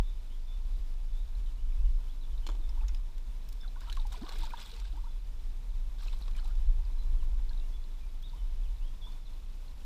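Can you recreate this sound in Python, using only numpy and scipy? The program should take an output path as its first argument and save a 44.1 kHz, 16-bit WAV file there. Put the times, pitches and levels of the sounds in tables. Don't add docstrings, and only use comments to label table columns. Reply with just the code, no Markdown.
import sys
import numpy as np
from scipy import signal
from scipy.fft import rfft, irfft
from scipy.io import wavfile
from scipy.ndimage import uniform_filter1d

SR = 44100
rng = np.random.default_rng(int(sys.argv[2]) if len(sys.argv) > 2 else 0)


def master_out(mix):
    frames = np.transpose(np.atleast_2d(mix))
    ceiling = np.clip(frames, -1, 1)
    pcm = np.round(ceiling * 32767).astype(np.int16)
    wavfile.write(sys.argv[1], SR, pcm)


N = 434385
TIME = np.arange(N) / SR


def gain_of(db):
    return 10 ** (np.asarray(db) / 20)


def evened(x):
    return x / np.sqrt(np.mean(x ** 2) + 1e-20)


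def add(mix, s, sound):
    part = mix[max(round(s * SR), 0):][:len(sound)]
    part += sound[:len(part)]


def coloured(x, points):
    hz, db = np.transpose(points)
    f = np.fft.rfftfreq(len(x), 1 / SR)
    gain = gain_of(np.interp(np.log(f + 1), np.log(hz + 1), db))
    return evened(irfft(rfft(x) * gain, len(x)))


def wander(size):
    smooth = uniform_filter1d(rng.standard_normal(N), size)
    return evened(uniform_filter1d(smooth, size))


def dying(t, rise, t60):
    shape = (1 - np.exp(-(t / rise) ** 2)) * gain_of(-60 * t / max(t60, .005))
    return shape / shape.max()


def droplets(per_s, size_db, low_hz, high_hz, cycles=7, count=24):
    out = np.zeros(N)
    for hz in np.geomspace(low_hz, high_hz, count):
        turns = np.arange(int(3 * cycles * SR / hz) + 2) * hz / SR
        tone = np.sin(2 * np.pi * turns * (1 + 0.032 * turns / cycles))
        ring = tone * np.exp(-2 * turns / cycles) * np.sqrt(hz)
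        at = np.flatnonzero(rng.random(N) < per_s / count / SR)
        sizes = gain_of(size_db * np.minimum(rng.exponential(1, 8000), 4))
        rings = np.resize(sizes, len(at))[:, None] * ring
        where = (at[:, None] + np.arange(len(ring))) % N
        out += np.bincount(where.ravel(), rings.ravel(), N)
    return evened(out)


def bursts(rows, spectrum, t60, level_db, swell, grain, crack, lag=0.0016):
    out, t = np.zeros(N), np.arange(-600, 3496) / SR
    swell_and_decay = np.exp(np.minimum(t, 0) / swell) * gain_of(-60 * np.maximum(t, 0) / t60)
    shape = swell_and_decay * (1 + crack * np.exp(-(t / 0.00054) ** 2))
    for s, db, brightness in rows:
        grains = rng.standard_normal(len(t)) * np.exp(grain * rng.standard_normal(len(t)))
        body = coloured(grains, [(hz, level + brightness * np.log2(hz)) for hz, level in spectrum])
        add(out, s + lag + t[0], gain_of(db + level_db) * body * shape)
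    return out


def scattered(x, t60, wet_db):
    t = np.arange(SR // 2) / SR
    tail = rng.standard_normal(len(t)) * dying(t, 0.0039, t60)
    return x + gain_of(wet_db) * signal.oaconvolve(x, tail / np.linalg.norm(tail))[:N]


# t/s, length/s, spray level/dB, churn level/dB, t60/s of the falling back
SURGES = [(3.805, 0.077, -66.5, -70, .5), (3.887, 0.12, -65, -71.5, 0.66), (4.113, 0.052, -61, -67.5, 0.34),
          (4.205, 0.061, -64.5, -61.5, 0.67), (4.283, 0.17, -59.5, -64.5, 0.54),
          (4.501, 0.051, -62.5, -65, .6), (4.572, 0.031, -56.5, -64.5, .7), (4.641, 0.074, -59, -71, 0.99),
          (4.785, 0.044, -63.5, -69, 0.83), (5.987, 0.042, -64, -70, .6), (6.015, 0.066, -62, -74, 0.45),
          (6.123, 0.018, -66.5, -70, 0.5), (6.21, 0.04, -68.5, -74, 0.78), (6.347, 0.06, -68, -69, 0.27),
          (6.427, .035, -71, -69.5, .6)]
# f/Hz, level/dB per Hz
SPRAY = [(900, -2.5), (1800, -11), (2600, -5), (4000, 2.5), (5200, -5.5), (6500, -9.5), (8200, -4.5),
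         (10500, -12), (14500, -7)]
# f/Hz, level/dB per Hz
CHURN = [(100, -25), (300, 2), (600, 10.5), (950, 12.5), (1600, 16), (2300, -5.5), (4000, -23)]
SURGE_RISE_S = 0.011
TINKLE_SHARE, MIST_SHARE = .45, .21


def splash(clump_db=2, fizz_db=-15):
    s, length, spray_db, churn_db, t60 = np.transpose(SURGES)[:, :, None]
    age = TIME - s
    rise = np.clip(.5 + .5 * age / SURGE_RISE_S, 0, 1)
    surge = rise * gain_of(-60 * np.clip(age - length, 0, 2) / t60)

    drops = droplets(2700, 3.2, 1300, 15000, cycles=10, count=40)
    tinkle = droplets(800, 2.3, 1900, 6000, cycles=24, count=40)
    gurgle = droplets(750, 3.3, 300, 2600, cycles=9, count=36)
    spray = coloured(drops + TINKLE_SHARE * tinkle + MIST_SHARE * rng.standard_normal(N), SPRAY)
    spray = spray + gain_of(fizz_db) * droplets(220, 7.5, 6900, 14000, cycles=2.5)
    churn = coloured(gurgle + MIST_SHARE * rng.standard_normal(N), CHURN)

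    out = np.zeros(N)
    for water, db in [(spray, spray_db), (churn, churn_db)]:
        strongest = (surge * gain_of(db)).max(0)
        out += water * strongest * gain_of(clump_db * wander(size=300))
    return out


# t/s, level/dB before the common trim, brightness/dB per octave
SLAPS_AND_POPS = [(3.806, -57.5, 8), (3.899, -52, 1.5), (3.926, -50.5, 6), (3.968, -51, 2),
                  (4.068, -55.5, 10), (4.128, -57, 3), (4.291, -48, -1), (4.322, -52, -2), (4.357, -56, -1),
                  (4.386, -54, 10), (4.433, -53.5, 3), (4.505, -66, -2), (4.601, -54, 4), (4.659, -59, -1),
                  (4.799, -56, 3), (6.033, -58, 12), (6.062, -58, -3), (6.128, -60, -1), (6.187, -63, 11),
                  (6.212, -49, -7.5), (6.213, -60, 13), (6.279, -51, -2.5), (6.31, -59.5, 1.5),
                  (6.365, -57, 4), (6.407, -70, 9), (6.455, -60, 2), (6.476, -60, 11), (6.553, -62, 2)]
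# f/Hz, level/dB per Hz
SURFACE_BURST = [(300, 4), (900, 5), (2000, 2), (3500, 2), (6000, -3.5), (10000, -11.5), (15000, -18)]


def slaps_and_pops():
    return bursts(SLAPS_AND_POPS, SURFACE_BURST, t60=0.025, level_db=1.0,
                  swell=0.0015, grain=0.37, crack=0.076)


SPATTER_PER_S, SPATTER_DB = 30, -12


def spatter(spread_db=4, tilt_db=2):
    rows = []
    for start, length, spray_db, _, _ in SURGES:
        for when, force, colour in rng.random((round(SPATTER_PER_S * length), 3)):
            db = spray_db + spread_db * (2 * force - 1)
            rows.append((start + when * length, db, tilt_db * (2 * colour - 1)))
    return bursts(rows, SURFACE_BURST, t60=0.045, level_db=SPATTER_DB, swell=0.0032, grain=0.27, crack=0.1)


RING_T60, RING_HZ, RING_DB = 0.073, 1000, -53.5
RING_PITCH_POWER, RING_HALVING_DB = 1, 15


def ring_time(hz, db):
    return RING_T60 * (RING_HZ / hz) ** RING_PITCH_POWER * 2 ** ((RING_DB - db) / RING_HALVING_DB)


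def bubble(hz, t60, glide, onset_cycles=0.83, wobble=0.044, swell_share=0.042):
    t = np.arange(5000) / SR
    unrest = evened(uniform_filter1d(rng.standard_normal(len(t)), 90))
    octaves = np.clip(glide * t, -2, 2)
    pitch = hz * 2 ** octaves * (1 + wobble * unrest)
    alive = np.exp(-(octaves / 1.45) ** 8)
    swell = swell_share * min(t60, RING_T60) * np.tanh(max(glide, 0) / 10)
    envelope = dying(t, onset_cycles / hz + swell, t60) * alive
    return np.sin(2 * np.pi * np.cumsum(pitch) / SR) * envelope


# t/s, level/dB (before the common trim), f/Hz, glide/octaves per s
BUBBLES = [(2.771, -58, 846, 18), (2.812, -56, 840, 5), (2.829, -58, 1050, 36), (3.633, -56, 1600, -3),
           (3.645, -52, 1480, -21), (3.674, -64, 717, -1), (3.759, -54, 1480, 0), (3.761, -56, 903, 16),
           (3.813, -55, 1260, 31), (3.831, -59, 1000, 9), (3.84, -58, 1450, 17), (3.869, -59, 924, 9),
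           (3.873, -60, 1600, -5), (3.882, -53, 1006, -1), (3.884, -49, 1330, -4), (3.898, -39, 3100, -5),
           (3.901, -62, 1280, 12), (3.921, -50, 1620, 2), (3.972, -42.5, 1180, -19),
           (3.992, -55, 900, -6.5), (4.051, -48.5, 844, -2.5), (4.104, -65, 655, 6), (4.112, -67, 1060, 8),
           (4.126, -59, 813, -5), (4.142, -46.5, 997, 0), (4.16, -54, 2450, -6), (4.163, -57, 720, -12.5),
           (4.173, -54, 450, -2.5), (4.212, -37.5, 158, 41.5), (4.238, -56, 904, 11),
           (4.281, -47, 1145, -14), (4.303, -55, 1046, 14), (4.314, -56, 782, 18.5), (4.336, -55, 386, 6.5),
           (4.385, -54, 323, -1), (4.362, -54, 2300, 3), (4.418, -52, 977, -11), (4.434, -43.5, 940, -9),
           (4.505, -51, 2244, 9), (4.52, -49, 1510, -25), (4.536, -37, 1014, -17), (4.541, -48, 1580, 2),
           (4.727, -55, 464, -0.5), (4.784, -60, 930, -8.5), (4.849, -57, 1600, 4), (4.93, -54.5, 281, 4),
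           (4.932, -60.5, 647, 19.5), (4.97, -55, 868, 17), (5.036, -58, 817, 23), (5.067, -56, 987, -10),
           (5.069, -63, 1350, 0), (6.032, -60, 1240, 5), (6.064, -71, 884, 5), (6.081, -60, 1250, -2),
           (6.083, -45, 2600, -2), (6.132, -59, 1110, -8), (6.28, -57, 1194, -16), (6.315, -57, 224.5, -3),
           (6.35, -56, 2310, -1), (6.372, -62, 1010, 14), (6.384, -53, 2900, 10), (6.386, -56, 1500, 12),
           (6.392, -54, 1510, -6), (6.397, -65, 817, 5), (6.437, -60, 700, 15), (6.507, -57, 1516, -9),
           (7.51, -56, 1550, 2), (8.331, -56.5, 927, 6), (9.069, -56.5, 990, 0.5)]
STRAY_PER_S, STRAY_LAG_S = 49, .05
STRAY_DB, STRAY_LOW_HZ, STRAY_HIGH_HZ = 4.5, 709, 2354


def plops(level_db=-1, stray_rise=9, spread_db=3):
    out = np.zeros(N)
    for s, db, hz, glide in BUBBLES:
        add(out, s, gain_of(db + level_db) * bubble(hz, ring_time(hz, db), glide))
    for start, length, _, churn_db, _ in SURGES:
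        span = length + STRAY_LAG_S
        for when, size, force, bend in rng.random((round(STRAY_PER_S * span), 4)):
            hz = STRAY_LOW_HZ * (STRAY_HIGH_HZ / STRAY_LOW_HZ) ** size
            db = churn_db + STRAY_DB - 2 * spread_db * force
            stray = bubble(hz, ring_time(hz, RING_DB), 2 * bend * stray_rise)
            add(out, start + when * span, gain_of(db) * stray)
    return out


# t/s, level/dB at the peak, f/Hz
DRIPS = [(1.352, -59, 4020), (1.46, -61, 3880), (1.558, -65, 4380), (1.722, -61, 2350),
         (2.378, -55.5, 3800), (2.8095, -56, 2560), (3.612, -54.5, 5220), (3.679, -51, 4080),
         (3.927, -42.5, 3820), (3.998, -48, 3900), (4.292, -43, 4250), (4.572, -48.5, 3540),
         (6.083, -53, 4050), (6.128, -52, 3650), (6.223, -50, 4050), (6.239, -61, 3930), (6.398, -55, 4200),
         (6.8518, -58, 4740), (7.4939, -49.5, 4200), (7.5318, -55.5, 3700), (7.5762, -55, 3820),
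         (7.5981, -54.5, 3930), (7.841, -58, 4270), (7.915, -62, 3950), (8.2962, -55, 4050),
         (9.122, -59, 4100), (9.335, -59, 4050), (9.682, -57.5, 4020)]
DRAIN_DB, DRAIN_HZ = -72, 4100


def drips(t60=0.019, spread_db=2, spread_hz=300, count=5):
    out = np.zeros(N)
    times = rng.uniform(7.2, 9.8, count)
    levels = rng.normal(DRAIN_DB, spread_db, count)
    pitches = rng.normal(DRAIN_HZ, spread_hz, count)
    for s, db, hz in [*DRIPS, *zip(times, levels, pitches)]:
        add(out, s, gain_of(db) * bubble(hz, t60, 0.87, onset_cycles=1.0, wobble=0.037))
    return out


# middle t/s, half length/s, level/dB
STIRS = [(2.675, 0.39, -67.5), (7.148, 0.63, -68)]
# f/Hz, level/dB per Hz
SLOSH = [(120, -4), (280, 6), (500, -7.5), (950, -2), (1500, -8), (2500, -9.5), (5000, -18)]


def stir(bubbly=0.49):
    bubbles = droplets(200, 3.2, 296.0, 1785, cycles=6.4)
    water = coloured(rng.standard_normal(N) + bubbly * bubbles, SLOSH)
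    return water * sum(gain_of(db) * np.exp(-((TIME - s) / half) ** 2) for s, half, db in STIRS)


# t/s, clack level/dB, thud level/dB, t60/s
KNOCKS = [(2.4654, -47.5, -50, 0.045), (2.472, -48.5, -59, 0.022), (2.4878, -52, -42.5, 0.033),
          (2.497, -56, -48, 0.047), (2.515, -62, -60, 0.069), (2.549, -64, -57, .05)]
# f/Hz, width/Hz, level/dB
STONE = [(930, 220, -5), (2340, 210, -6), (3100, 210, 3), (3400, 270, 3), (4200, 210, 0), (5330, 310, -10),
         (6740, 460, -7), (7300, 340, -9)]
# f/Hz, level/dB per Hz
THUD = [(80, -15), (170, -7), (300, 10), (600, -4.5), (1000, -2), (1600, -9), (2500, -50), (6000, -46)]


def knock(grit_db=-10):
    out, t = np.zeros(N), np.arange(6000) / SR
    f = np.geomspace(150, 15000, 500)
    modes = sum(gain_of(db) / np.hypot(1, 2 * (f - hz) / width) ** 2 for hz, width, db in STONE)
    response = modes + gain_of(grit_db) / np.hypot(1, f / 6000)
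    for s, clack_db, thud_db, t60 in KNOCKS:
        clack = coloured(rng.standard_normal(len(t)), np.c_[f, 20 * np.log10(response)])
        thud = coloured(rng.standard_normal(len(t)), THUD)
        contact = gain_of(clack_db) * clack + gain_of(thud_db) * thud
        add(out, s, contact * dying(t, 0.00095, t60))
    return out


# t/s, level/dB before the common trim, brightness/dB per octave
TICKS = [(2.691, -62, 1), (2.882, -55, 2), (2.892, -57.5, -8), (2.946, -56.5, 0), (3.179, -61, 1),
         (3.4878, -52.5, 7), (3.526, -54.5, 6), (8.225, -61.5, 5)]
# f/Hz, level/dB per Hz
TICK = [(300, -16), (1000, 2), (2500, 8), (5300, 4), (7500, -0.5), (10000, -6.5), (15000, -3)]


def ticks():
    return bursts(TICKS, TICK, t60=0.032, level_db=1.0, swell=0.0021, grain=0.72, crack=0.32)


# t/s, level/dB, f/Hz
CLINKS = [(2.691, -59.5, 5270), (2.881, -55, 6500), (2.884, -57, 5450), (2.946, -64, 5100),
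          (2.969, -67, 5050)]


def clinks(t60=0.036):
    out, t = np.zeros(N), np.arange(4000) / SR
    for s, db, hz in CLINKS:
        band = [(hz / 1.25, -50), (hz / 1.03, 0), (hz * 1.03, 0), (hz * 1.25, -50)]
        ring = coloured(rng.standard_normal(len(t)), band)
        add(out, s, gain_of(db) * ring * dying(t, 0.0008, t60))
    return out


# t/s, length/s, level/dB before the echo, start f/Hz, early f/Hz, late f/Hz, end f/Hz
BIRD = [(0.023, 0.095, -70.5, 3430, 3540, 3580, 3480), (0.025, 0.11, -76, 3580, 3750, 3780, 3730),
        (0.296, 0.063, -68.5, 2860, 3100, 3220, 3260), (0.467, 0.11, -67.5, 3630, 3510, 3560, 3460),
        (1.129, 0.098, -71.5, 3480, 3530, 3710, 3680), (1.454, 0.046, -73, 3080, 3100, 3080, 3060),
        (1.575, 0.041, -73, 2880, 2900, 2950, 2960), (1.775, .05, -77, 2540, 2570, 2610, 2620),
        (1.838, .045, -73, 2940, 2910, 2870, 2850), (2.071, 0.049, -69.5, 2970, 3130, 3420, 3370),
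        (2.204, 0.059, -67, 4100, 3850, 3490, 3580), (2.32, 0.041, -73, 3000, 3050, 3090, 3040),
        (2.428, 0.035, -70, 3030, 3040, 2950, 2980), (2.602, 0.068, -70.5, 3760, 3640, 3550, 3470),
        (3.599, 0.052, -65, 3590, 3540, 3480, 3480), (5.075, 0.044, -73, 3450, 3470, 3420, 3500),
        (5.098, 0.041, -73, 4070, 4020, 3970, 3950), (6.979, 0.056, -67, 3970, 4030, 4020, 3940),
        (7.186, 0.042, -71, 3270, 3100, 2830, 2550), (7.595, .06, -71, 2630, 2720, 2790, 2790),
        (7.726, 0.051, -65.5, 3360, 3440, 3450, 3520), (8.003, 0.052, -71.5, 2500, 2420, 2400, 2430),
        (8.221, 0.064, -62, 3110, 3600, 3750, 3050), (8.373, 0.051, -73, 2890, 3070, 3020, 3060),
        (8.63, 0.044, -70, 3320, 3250, 2860, 2350), (8.8, 0.1, -69.5, 2440, 2940, 3220, 3280),
        (9.011, 0.08, -60, 3780, 3360, 3510, 3430), (9.25, 0.038, -67.5, 4100, 4000, 3650, 3520)]


def bird(waver=0.0088):
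    out, unrest = np.zeros(N), wander(size=120)
    for s, length, db, *pitches in BIRD:
        u = np.linspace(0, 1, int(length * SR))
        contour = np.polyfit(np.linspace(0, 1, len(pitches)), pitches, len(pitches) - 1)
        hz = np.polyval(contour, u) * (1 + waver * unrest[int(s * SR):][:len(u)])
        whistle = np.sin(2 * np.pi * np.cumsum(hz) / SR)
        add(out, s, gain_of(db) * whistle * signal.windows.tukey(len(u), 1 / 3))
    return out


def far_bank(x):
    near_trees = scattered(x, t60=0.22, wet_db=-8)
    return scattered(near_trees, t60=0.8, wet_db=-8)


# f/Hz, level/dB per Hz
RIVER = [(65, -5), (110, 1.5), (221, -5.5), (348, -10.5), (410, -12), (645, -16), (760, -19), (973, -20),
         (1380, -20.5), (2170, -24.5), (2510, -23.5), (3630, -24.5), (4740, -28), (5150, -27.5),
         (15000, -31.5)]
RIVER_DB = -61


def river(flicker_db=0.9, trickle_db=-77):
    wash = coloured(rng.standard_normal(N), RIVER) * gain_of(RIVER_DB + flicker_db * wander(size=1500))
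    ripples = droplets(700, 1.8, 900, 5500, cycles=16)
    return wash + gain_of(trickle_db) * coloured(ripples, SPRAY)


# t/s, level/dB
WIND = [(0.0, -23), (0.03, -31), (0.25, -35), (0.85, -30.5), (1.0, -30.5), (1.43, -30), (1.6, -31),
        (1.89, -22.5), (2.06, -32.7), (2.61, -29.5), (2.77, -26.5), (3.34, -36), (3.83, -34), (4.03, -26),
        (4.25, -40.5), (4.43, -29), (4.68, -44), (4.85, -30.5), (5.25, -34), (6.51, -30), (6.68, -21),
        (6.82, -28.5), (7.11, -26), (8.31, -36.5), (8.42, -30.5), (8.85, -30), (8.99, -36.5), (9.85, -39.5)]
# f/Hz, level/dB per Hz
RUMBLE = [(8, -65), (18, -7), (26, 2.5), (35, -4.5), (44, -7), (55, -23.5), (70, -28.5), (100, -43),
          (200, -40.5)]
LULL_SHARE = .4
FLUTTER_DB = 2


def wind(top_hz=95):
    eddies = coloured(rng.standard_normal(N), RUMBLE)
    power = abs(signal.hilbert(eddies)) ** 2
    strength = np.sqrt(uniform_filter1d(uniform_filter1d(power, size=2000), size=1600))
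    level = gain_of(np.interp(TIME, *np.transpose(WIND)))
    gusts = evened(eddies / np.hypot(strength, LULL_SHARE)) * level
    low = signal.sosfiltfilt(signal.butter(2, top_hz, fs=SR, output="sos"), gusts)
    return low * gain_of(FLUTTER_DB * np.tanh(wander(size=2500)))


# f/Hz, level/dB per Hz
BREEZE = [(30, -8), (60, 8), (85, 0), (120, -11), (200, -32.5), (400, -69)]
BREEZE_DB = -57.5


def breeze():
    return gain_of(BREEZE_DB) * coloured(rng.standard_normal(N), BREEZE)


def scene():
    water = splash() + slaps_and_pops() + spatter() + plops() + drips() + stir()
    stones = knock() + ticks() + clinks()
    near = scattered(water + stones, t60=0.076, wet_db=-15.5)
    return (near + far_bank(bird()) + river() + wind() + breeze())[None]


# f/Hz, width/Hz, level/dB
HOUSING = [(950, 316, 6.5), (2460, 1290, 4), (3060, 61, 4.5), (3545, 1160, 5.5), (4100, 960, -2),
           (5130, 1460, 4.5), (7400, 180, 1.5)]
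# f/Hz, width/Hz, level/dB
DIPS_AND_PEAKS = [(1920, 52, -3.5), (2760, 150, -7), (3165, 200, -22), (4380, 81, -0.5), (6720, 450, 1.5)]
EDGE_HZ = 15300


def record(dry):
    f = np.fft.rfftfreq(N, 1 / SR)
    colour = 1
    for hz, width, db in HOUSING + DIPS_AND_PEAKS:
        resonance = 1j * f * width / (hz ** 2 - f ** 2 + 1j * f * width)
        colour = colour + (gain_of(db) - 1) * resonance
    heard = irfft(rfft(dry) * colour, N)
    low_pass = signal.firwin(401, EDGE_HZ, window=("kaiser", 9), fs=SR)
    return signal.oaconvolve(heard, low_pass[None], "same")


dry = scene()
out = record(dry)
master_out(out)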